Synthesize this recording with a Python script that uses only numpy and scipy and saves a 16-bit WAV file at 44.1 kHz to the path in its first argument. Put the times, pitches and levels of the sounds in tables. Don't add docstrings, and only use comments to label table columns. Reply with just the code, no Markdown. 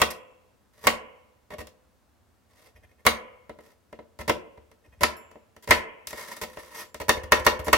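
import sys
import numpy as np
from scipy import signal
from scipy.fft import rfft, irfft, next_fast_len
from scipy.io import wavfile

SR = 44100
rng = np.random.default_rng(int(sys.argv[2]) if len(sys.argv) > 2 else 0)


def put_to_file(sound):
    columns = np.atleast_2d(sound).T
    safe = np.clip(columns, -1, 1)
    whole_steps = np.round(safe * 32767)
    wavfile.write(sys.argv[1], SR, whole_steps.astype(np.int16))


N = 342657

# (frequency [Hz], spectral density [dB])
RUMBLE_SPECTRUM = [(22, -14), (40, -15.5), (66, -1), (100, -4.5), (160, -18.5), (210, -8.5), (350, -16.5),
                   (650, -17.5), (1300, -21.5), (2500, -29.5), (8000, -34), (10000, -35.5), (16000, -38)]
# (time [s], level [dB], bass [dB], treble [dB], time in the bar [s], bite [dB], thump [dB])
CHOPS = [(0.0163, -0.5, -1, -4, .016, -20.5, -38.5), (0.8694, 1.5, -2.5, -4.5, 0.03, -26, -41),
         (3.065, 2, -1, -2.5, 0.014, -20.5, -35.5), (4.2952, -7.5, 5.5, -8, 0.017, -16.5, -42),
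         (5.033, -1, -6.5, -5, .025, -20.5, -34), (5.7078, 5, -4.5, -6, 0.033, -23.5, -31.5),
         (7.0918, -3, 2.5, -1, 0.0093, -18.5, -39.5), (7.3199, 2.5, -1.5, -5.5, 0.0065, -32, -34),
         (7.465, 2, -1, -6.5, 0.0083, -28, -34.5), (7.7296, 2.5, -2, -5, 0.0027, -21, -30)]
# (time [s], level [dB], brightness [dB], crunch length [s], thump [dB])
STABS = [(1.504, -32, -8, 0.041, -55), (1.583, -29.5, -2.5, .035, -44.5), (4.189, -29, -2.5, 0.029, -42),
         (4.574, -43, -14, 0.0044, -54.5), (6.414, -24, 3.5, 0.029, -52), (7, -25.5, -1, .022, -45),
         (7.168, -27, -11, 0.0086, -42), (7.234, -31.5, 0, 0.0083, -42), (7.396, -24, -4.5, .006, -40),
         (7.592, -27, -3, 0.01, -37), (7.668, -24.5, -15, 0.0064, -37)]
# (time [s], level [dB], brightness [dB])
TAPS = [(1.67, -39, 6.5), (3.494, -30, -12.5), (3.587, -38.5, -11.5), (3.927, -33, -11),
        (3.989, -35.5, -20.5), (4.714, -45, -0.5), (5.313, -42.5, -1.5), (5.355, -42.5, -26.5),
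        (5.564, -39, -0.5), (6.071, -33, 16), (6.129, -26.5, -3), (6.571, -28, -8.5), (6.944, -28, 2.5),
        (7.681, -15, -4.5)]
# (frequency [Hz], level [dB])
PRESSED_BLADE_MODES = [(1850, 6), (2090, 2), (2420, 3), (3130, -5), (5000, -1.5), (5530, -3.5),
                       (6050, -1.5), (8240, -1), (10400, -2.5), (11400, 2), (12900, 0.5)]
# (frequency [Hz], level [dB], t60 [s])
DENSE_MODES = [(123, -14.5, 0.011), (398, -8, 0.071), (1030, -2, 0.028), (2030, -2, 0.069),
               (3250, -7.5, 0.057), (4800, -7.5, 0.044), (8140, -7, 0.023), (13000, -10.5, 0.022),
               (16000, -10.5, 0.012)]
# (frequency [Hz], t60 [s], level struck on the left [dB], middle [dB], under the heap [dB])
PLATE_MODES = [(232.3, 0.13, -25.5, -25, -28.5), (316, 0.14, -30, -25.5, -29),
               (370.7, 0.11, -27.5, -23, -25), (453, 0.11, -22.5, -17.5, -18),
               (498.2, 0.13, -21.5, -22, -26), (511, 0.9, -41, -51.5, -36.5),
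               (571.9, 0.088, -16.5, -15.5, -15), (603.4, 0.08, -19, -17, -15), (740, 0.11, -21, -23, -24),
               (985.5, 0.041, -21, -8.5, -10.5), (1014, 0.44, -53.5, -48, -48),
               (1007, 0.033, -18, -17, -11.5), (1004, 1, -47, -61.5, -64),
               (1048.7, 0.045, -13, -13.5, -9.5), (1107, 0.056, -10.5, -35.5, -18),
               (1222, 0.06, -17.5, -24.5, -15.5), (1316.7, 0.056, -21.5, -14, -13),
               (1358, 0.056, -25, -20.5, -30), (1396, 0.52, -54.5, -49.5, -49),
               (1706, 0.019, -20, -19.5, -13), (1797, 0.043, -23, -15.5, -15), (1863, 0.056, -17, -17, -11),
               (1920, 0.08, -18.5, -18.5, -51), (2070.5, 0.06, -16.5, -13.5, -14.5),
               (2180, 0.037, -16, -26, -13.5), (2594, 0.013, -23.5, -25.5, -47),
               (3265, 0.031, -23.5, -31, -32), (3646, 0.039, -23, -33.5, -24)]
# (end time [s], place [0 left, 1 middle, 2 heap])
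STRIKE_PLACES = [(3.3, 0), (6.0, 1), (8.0, 2)]
# (frequency [Hz], early level [dB], early t60 [s], late level [dB], late t60 [s])
ROOM_DECAY = [(100, -10, 0.41, -17, 0.25), (500, -12, 0.43, -13.5, .9), (965, -10, .25, -17, 0.74),
              (1950, -13.5, 0.36, -26, 0.81), (2720, -7.5, 0.19, -15, 0.82), (4770, -6.5, 0.21, -18, 0.36),
              (8000, -10, 0.22, -26.5, .3), (15000, -9, .17, -25.5, .3)]
# (frequency [Hz], level [dB], t60 [s])
CABINET_MODES = [(62.3, -1.5, 0.22), (73.44, 5, .25), (89.3, -1, 0.21)]
# (time [s], length [s], level [dB], blade singing [dB])
SKIDS = [(0.103, 0.013, -29, -18.5), (5.621, 0.028, -45.5, -25), (6.071, 0.045, -42, -15),
         (6.74, 0.08, -47.5, -7.5), (7.443, 0.015, -30.5, -26), (7.638, 0.046, -38.5, -22)]
# (frequency [Hz], level [dB], t60 [s])
FREE_BLADE_MODES = [(5440, -6, 0.18), (7270, -4.5, 0.67), (10220, -0.5, 0.21), (10100, -16, .35),
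                    (10920, -5, 0.19), (12581, -1, 0.16), (12800, 0, 0.19), (14450, -3, .15)]
# (time [s], level [dB])
BLADE_RELEASES = [(.108, -64), (5.167, -55), (6.07, -48), (6.813, -57), (7.646, -47.5)]
# (time [s], level [dB])
SWEEP_CURVES = [
    [(0.73, -71), (0.824, -57.5), (0.832, -49.5), (0.85, -47.5)],
    [(2.49, -70), (2.554, -70.5), (2.672, -55), (2.71, -73.5)],
    [(3.6, -62.5), (3.616, -69), (3.644, -61), (3.74, -71.5)],
]
# (start [s], end [s])
NUDGE_SPANS = [(2.72, 3.04), (4.82, 5.0)]
# (time [s], level [dB])
RAKE_CURVES = [
    [(6.12, -47.5), (6.226, -42), (6.268, -45.5), (6.326, -42.5), (6.356, -59), (6.364, -42), (6.386, -57),
     (6.41, -59)],
    [(6.47, -52), (6.56, -59), (6.572, -51), (6.592, -50), (6.732, -54.5), (6.752, -45), (6.806, -44.5),
     (6.9, -70)],
]

BASS_HZ, TREBLE_HZ = 704, 3280
THIRD_OCTAVES_HZ = 22 * 2 ** np.arange(0, 9.7, 1 / 3)


def from_db(db):
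    return 10 ** (np.asarray(db) / 20)


def unit_energy(x):
    return x / np.sqrt(np.mean(np.sum(x ** 2, axis=-1)) + 1e-20)


def seconds(length):
    return np.arange(int(length * SR)) / SR


def fade(t, t60):
    return np.exp(-np.log(1000) * t / t60)


def at_hz(table, hz):
    freqs, *columns = np.transpose(table)
    return [np.interp(np.log(hz), np.log(freqs), column) for column in columns]


def butter(x, hz, kind, order=3):
    return signal.sosfilt(signal.butter(order, hz, kind, fs=SR, output="sos"), x + 1e-18)


def add(track, s, sound):
    i = max(0, round(s * SR))
    track[..., i:i + sound.shape[-1]] += sound[..., :N - i]


def convolve(x, response):
    size = x.shape[-1] + response.shape[-1]
    padded = next_fast_len(size, True)
    return irfft(rfft(x, padded) * rfft(response, padded), padded)[:, :min(size, N)]


def banded_noise(t, envelope, coherence):
    white = rng.standard_normal((2, 2, len(t)))
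    mid, side = sum(butter(white[k % 2] * envelope(np.sqrt(low * high)), [low, high], "band", order=2)
                    for k, (low, high) in enumerate(zip(THIRD_OCTAVES_HZ, THIRD_OCTAVES_HZ[1:])))
    return np.sqrt((1 + coherence) / 2) * mid + np.sqrt((1 - coherence) / 2) * side * [[1], [-1]]


def ring(t, modes, spread_rad):
    out = 0
    for k, (hz, db, t60) in enumerate(modes):
        phase = spread_rad * (-1) ** k * np.array([[1], [-1]])
        out = out + from_db(db) * fade(t, t60) * np.cos(2 * np.pi * hz * t + phase)
    return out


def background(rms_db=-65):
    noise = banded_noise(np.arange(N) / SR, lambda hz: from_db(at_hz(RUMBLE_SPECTRUM, hz)[0]), 0.42)
    return from_db(rms_db) * np.sqrt(N) * unit_energy(noise)


def grains(t, per_s, spread_db=3.5):
    size, sign, chance = rng.random((3, SR * 2 // 3))[:, :len(t)]
    strength = from_db(spread_db * np.minimum(-np.log(size), 4))
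    return strength * np.sign(sign - .5) * (chance < per_s / SR)


def impact_force(crumble, crumble_t60):
    t = seconds(.05)
    crackle = butter(grains(t, per_s=2100) * fade(t, crumble_t60), 2500, "high", order=2)
    force = crumble * unit_energy(crackle)
    force[0] += 1
    return force


def stroke_force(length, click_s=0.0094, lean=0.98, catch_db=3.0, taper=0.23):
    t = seconds(max(length, .004))
    knots_s = np.arange(0, .5, .007)
    catches = from_db(catch_db * np.interp(t, knots_s, rng.standard_normal(len(knots_s))))
    pressure = signal.windows.tukey(len(t), taper) * (1 + lean * t / t[-1]) * catches
    return np.sqrt(t[-1] / click_s) * unit_energy(grains(t, per_s=1900) * pressure)


def contact(force, db, bass_db, treble_db, edge_points=5):
    point = (rng.random(SR // 2)[:len(force)] * edge_points).astype(int)
    point_forces = force * (point == np.arange(edge_points)[:, None])
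    point_forces = from_db(db) * np.pad(point_forces, ((0, 0), (0, SR // 50)))
    bass, upper = (butter(point_forces, BASS_HZ, kind) for kind in ("low", "high"))
    middle, treble = (butter(upper, TREBLE_HZ, kind) for kind in ("low", "high"))
    return from_db(bass_db) * bass + middle + from_db(treble_db) * treble


def touch(force, db, bright_db):
    return contact(force, db, bass_db=6 - 0.36 * bright_db, treble_db=bright_db)


def knock(db, bright_db):
    return touch(impact_force(crumble=0.27, crumble_t60=0.16), db, bright_db)


def bites(bright_db=-2.5):
    before_chops = [(s - bite_s, bite_db, bright_db, bite_s) for s, *_, bite_s, bite_db, _ in CHOPS]
    return before_chops + [row[:4] for row in STABS]


def blows(chop_db=1.0, bite_db=-1.5, tap_db=-0.5):
    for s, db, bass_db, treble_db, *_ in CHOPS:
        yield s, contact(impact_force(crumble=0.8, crumble_t60=0.017), db + chop_db, bass_db, treble_db)
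    for s, db, bright_db, _ in bites():
        yield s, knock(db + bite_db, bright_db)
    for s, db, bright_db in TAPS:
        yield s, knock(db + tap_db, bright_db)


def crunches(gain_db=-1.5, singing_db=-23):
    for s, db, bright_db, length in bites():
        yield s, touch(stroke_force(length), db + gain_db, bright_db), singing_db


def singing(force, detune=0.03, t60=.04):
    bend = 1 + detune * rng.uniform(-0.9, 1)
    modes = [(hz * bend, db, t60) for hz, db in PRESSED_BLADE_MODES]
    return convolve(force, ring(seconds(t60), modes, spread_rad=0.54))


def crack_response():
    t = seconds(.12)

    def envelope(hz):
        db, t60 = at_hz(DENSE_MODES, hz)
        return from_db(db) * fade(t, t60)
    return banded_noise(t, envelope, coherence=0.14)


def plate(drive, gain_db=2.0, swell_s=.0012):
    out, t, first = np.zeros((2, N)), seconds(.75), 0
    swell = 1 - np.exp(-t / swell_s)
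    for until_s, place in STRIKE_PLACES:
        modes = [(hz, levels[place] + gain_db, t60) for hz, t60, *levels in PLATE_MODES]
        response = ring(t, modes, spread_rad=0.38) * swell
        last = int(until_s * SR)
        add(out, first / SR, convolve(drive[first:last], response))
        first = last
    return out


def room_response(delay_s=.007, tail_cutoff_hz=3200):
    t = seconds(1)

    def decay(db, t60):
        return from_db(db) * unit_energy(fade(t, t60))
    tail = banded_noise(t, lambda hz: decay(*at_hz(ROOM_DECAY, hz)[2:]), coherence=0.21)
    tail = butter(tail, tail_cutoff_hz, "low", order=14)
    early = banded_noise(t, lambda hz: decay(*at_hz(ROOM_DECAY, hz)[:2]), coherence=0.56)
    return np.pad(early + tail, ((0, 0), (int(delay_s * SR), 0)))


def thumps(lead_share=0.53, tap_gain_db=-26, nudge_db=-57):
    return ([(s - lead_share * bite_s, thump_db) for s, *_, bite_s, _, thump_db in CHOPS]
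            + [(s, thump_db) for s, *_, thump_db in STABS]
            + [(s, db + tap_gain_db) for s, db, _ in TAPS]
            + [(s, nudge_db) for start, end in NUDGE_SPANS for s in rng.uniform(start, end, size=3)])


def cabinet(gain_db=3.0, swell_s=0.0078):
    out, t = np.zeros((2, N)), seconds(.5)
    boom = ring(t, CABINET_MODES, spread_rad=0.25) * (1 - np.exp(-t / swell_s))
    for s, db in thumps():
        add(out, s, from_db(db + gain_db) * boom)
    return out


def skids(bright_db=8):
    for s, length, db, singing_db in SKIDS:
        yield s, touch(stroke_force(length), db, bright_db), singing_db


def tings():
    out, blade = np.zeros((2, N)), ring(seconds(.5), FREE_BLADE_MODES, spread_rad=0.31)
    for s, db in BLADE_RELEASES:
        add(out, s, from_db(db) * blade)
    return out


def scrapes(curves, gain_db, bass_db, treble_db, singing_db):
    for curve in curves:
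        s, db = np.transpose(curve)
        grit = stroke_force(s[-1] - s[0], lean=0, catch_db=3.5, taper=.03)
        pressure = from_db(np.interp(s[0] + np.arange(len(grit)) / SR, s, db))
        yield s[0], contact(grit * pressure, gain_db, bass_db, treble_db), singing_db


def nudges(per_s=13, length_s=.03, bright_db=-11, singing_db=-8):
    for start, end in NUDGE_SPANS:
        for s in np.arange(start, end, 1 / per_s):
            db = rng.normal(-56.5, 3)
            jitter_s = rng.random() / per_s / 2
            yield s + jitter_s, touch(stroke_force(length_s), db, bright_db), singing_db


def spatulas():
    out, drive = np.zeros((2, N)), np.zeros(N)
    cracks = [crack_response() for _ in range(10)]

    def strike(s, force):
        add(drive, s, force.sum(axis=0))
        for point_force, k in zip(force, rng.permutation(len(cracks))):
            add(out, s, convolve(point_force, cracks[k]))
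    for s, force in blows():
        strike(s, force)
    sweeps = scrapes(SWEEP_CURVES, gain_db=11.5, bass_db=5, treble_db=2.0, singing_db=-22.5)
    raking = scrapes(RAKE_CURVES, gain_db=10.0, bass_db=1.0, treble_db=4.0, singing_db=-23.5)
    for slides in (crunches(), skids(), sweeps, raking, nudges()):
        for s, force, singing_db in slides:
            strike(s, force)
            add(out, s, from_db(singing_db) * singing(force.sum(axis=0)))
    return out + plate(drive)


def scene():
    room, rumble, boom = room_response(), background(), cabinet()
    steel = spatulas()
    return steel + convolve(steel, room) + tings() + boom + rumble


def record(dry, ceiling=0.48, low_cut_hz=36, high_cut_hz=16000):
    clipped = dry / (1 + (dry / ceiling) ** 4) ** (1 / 4)
    clipped = butter(clipped, low_cut_hz, "high", order=2)
    return signal.sosfilt(signal.ellip(10, .1, 80, high_cut_hz, fs=SR, output="sos"), clipped)


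dry = scene()
out = record(dry)
put_to_file(out)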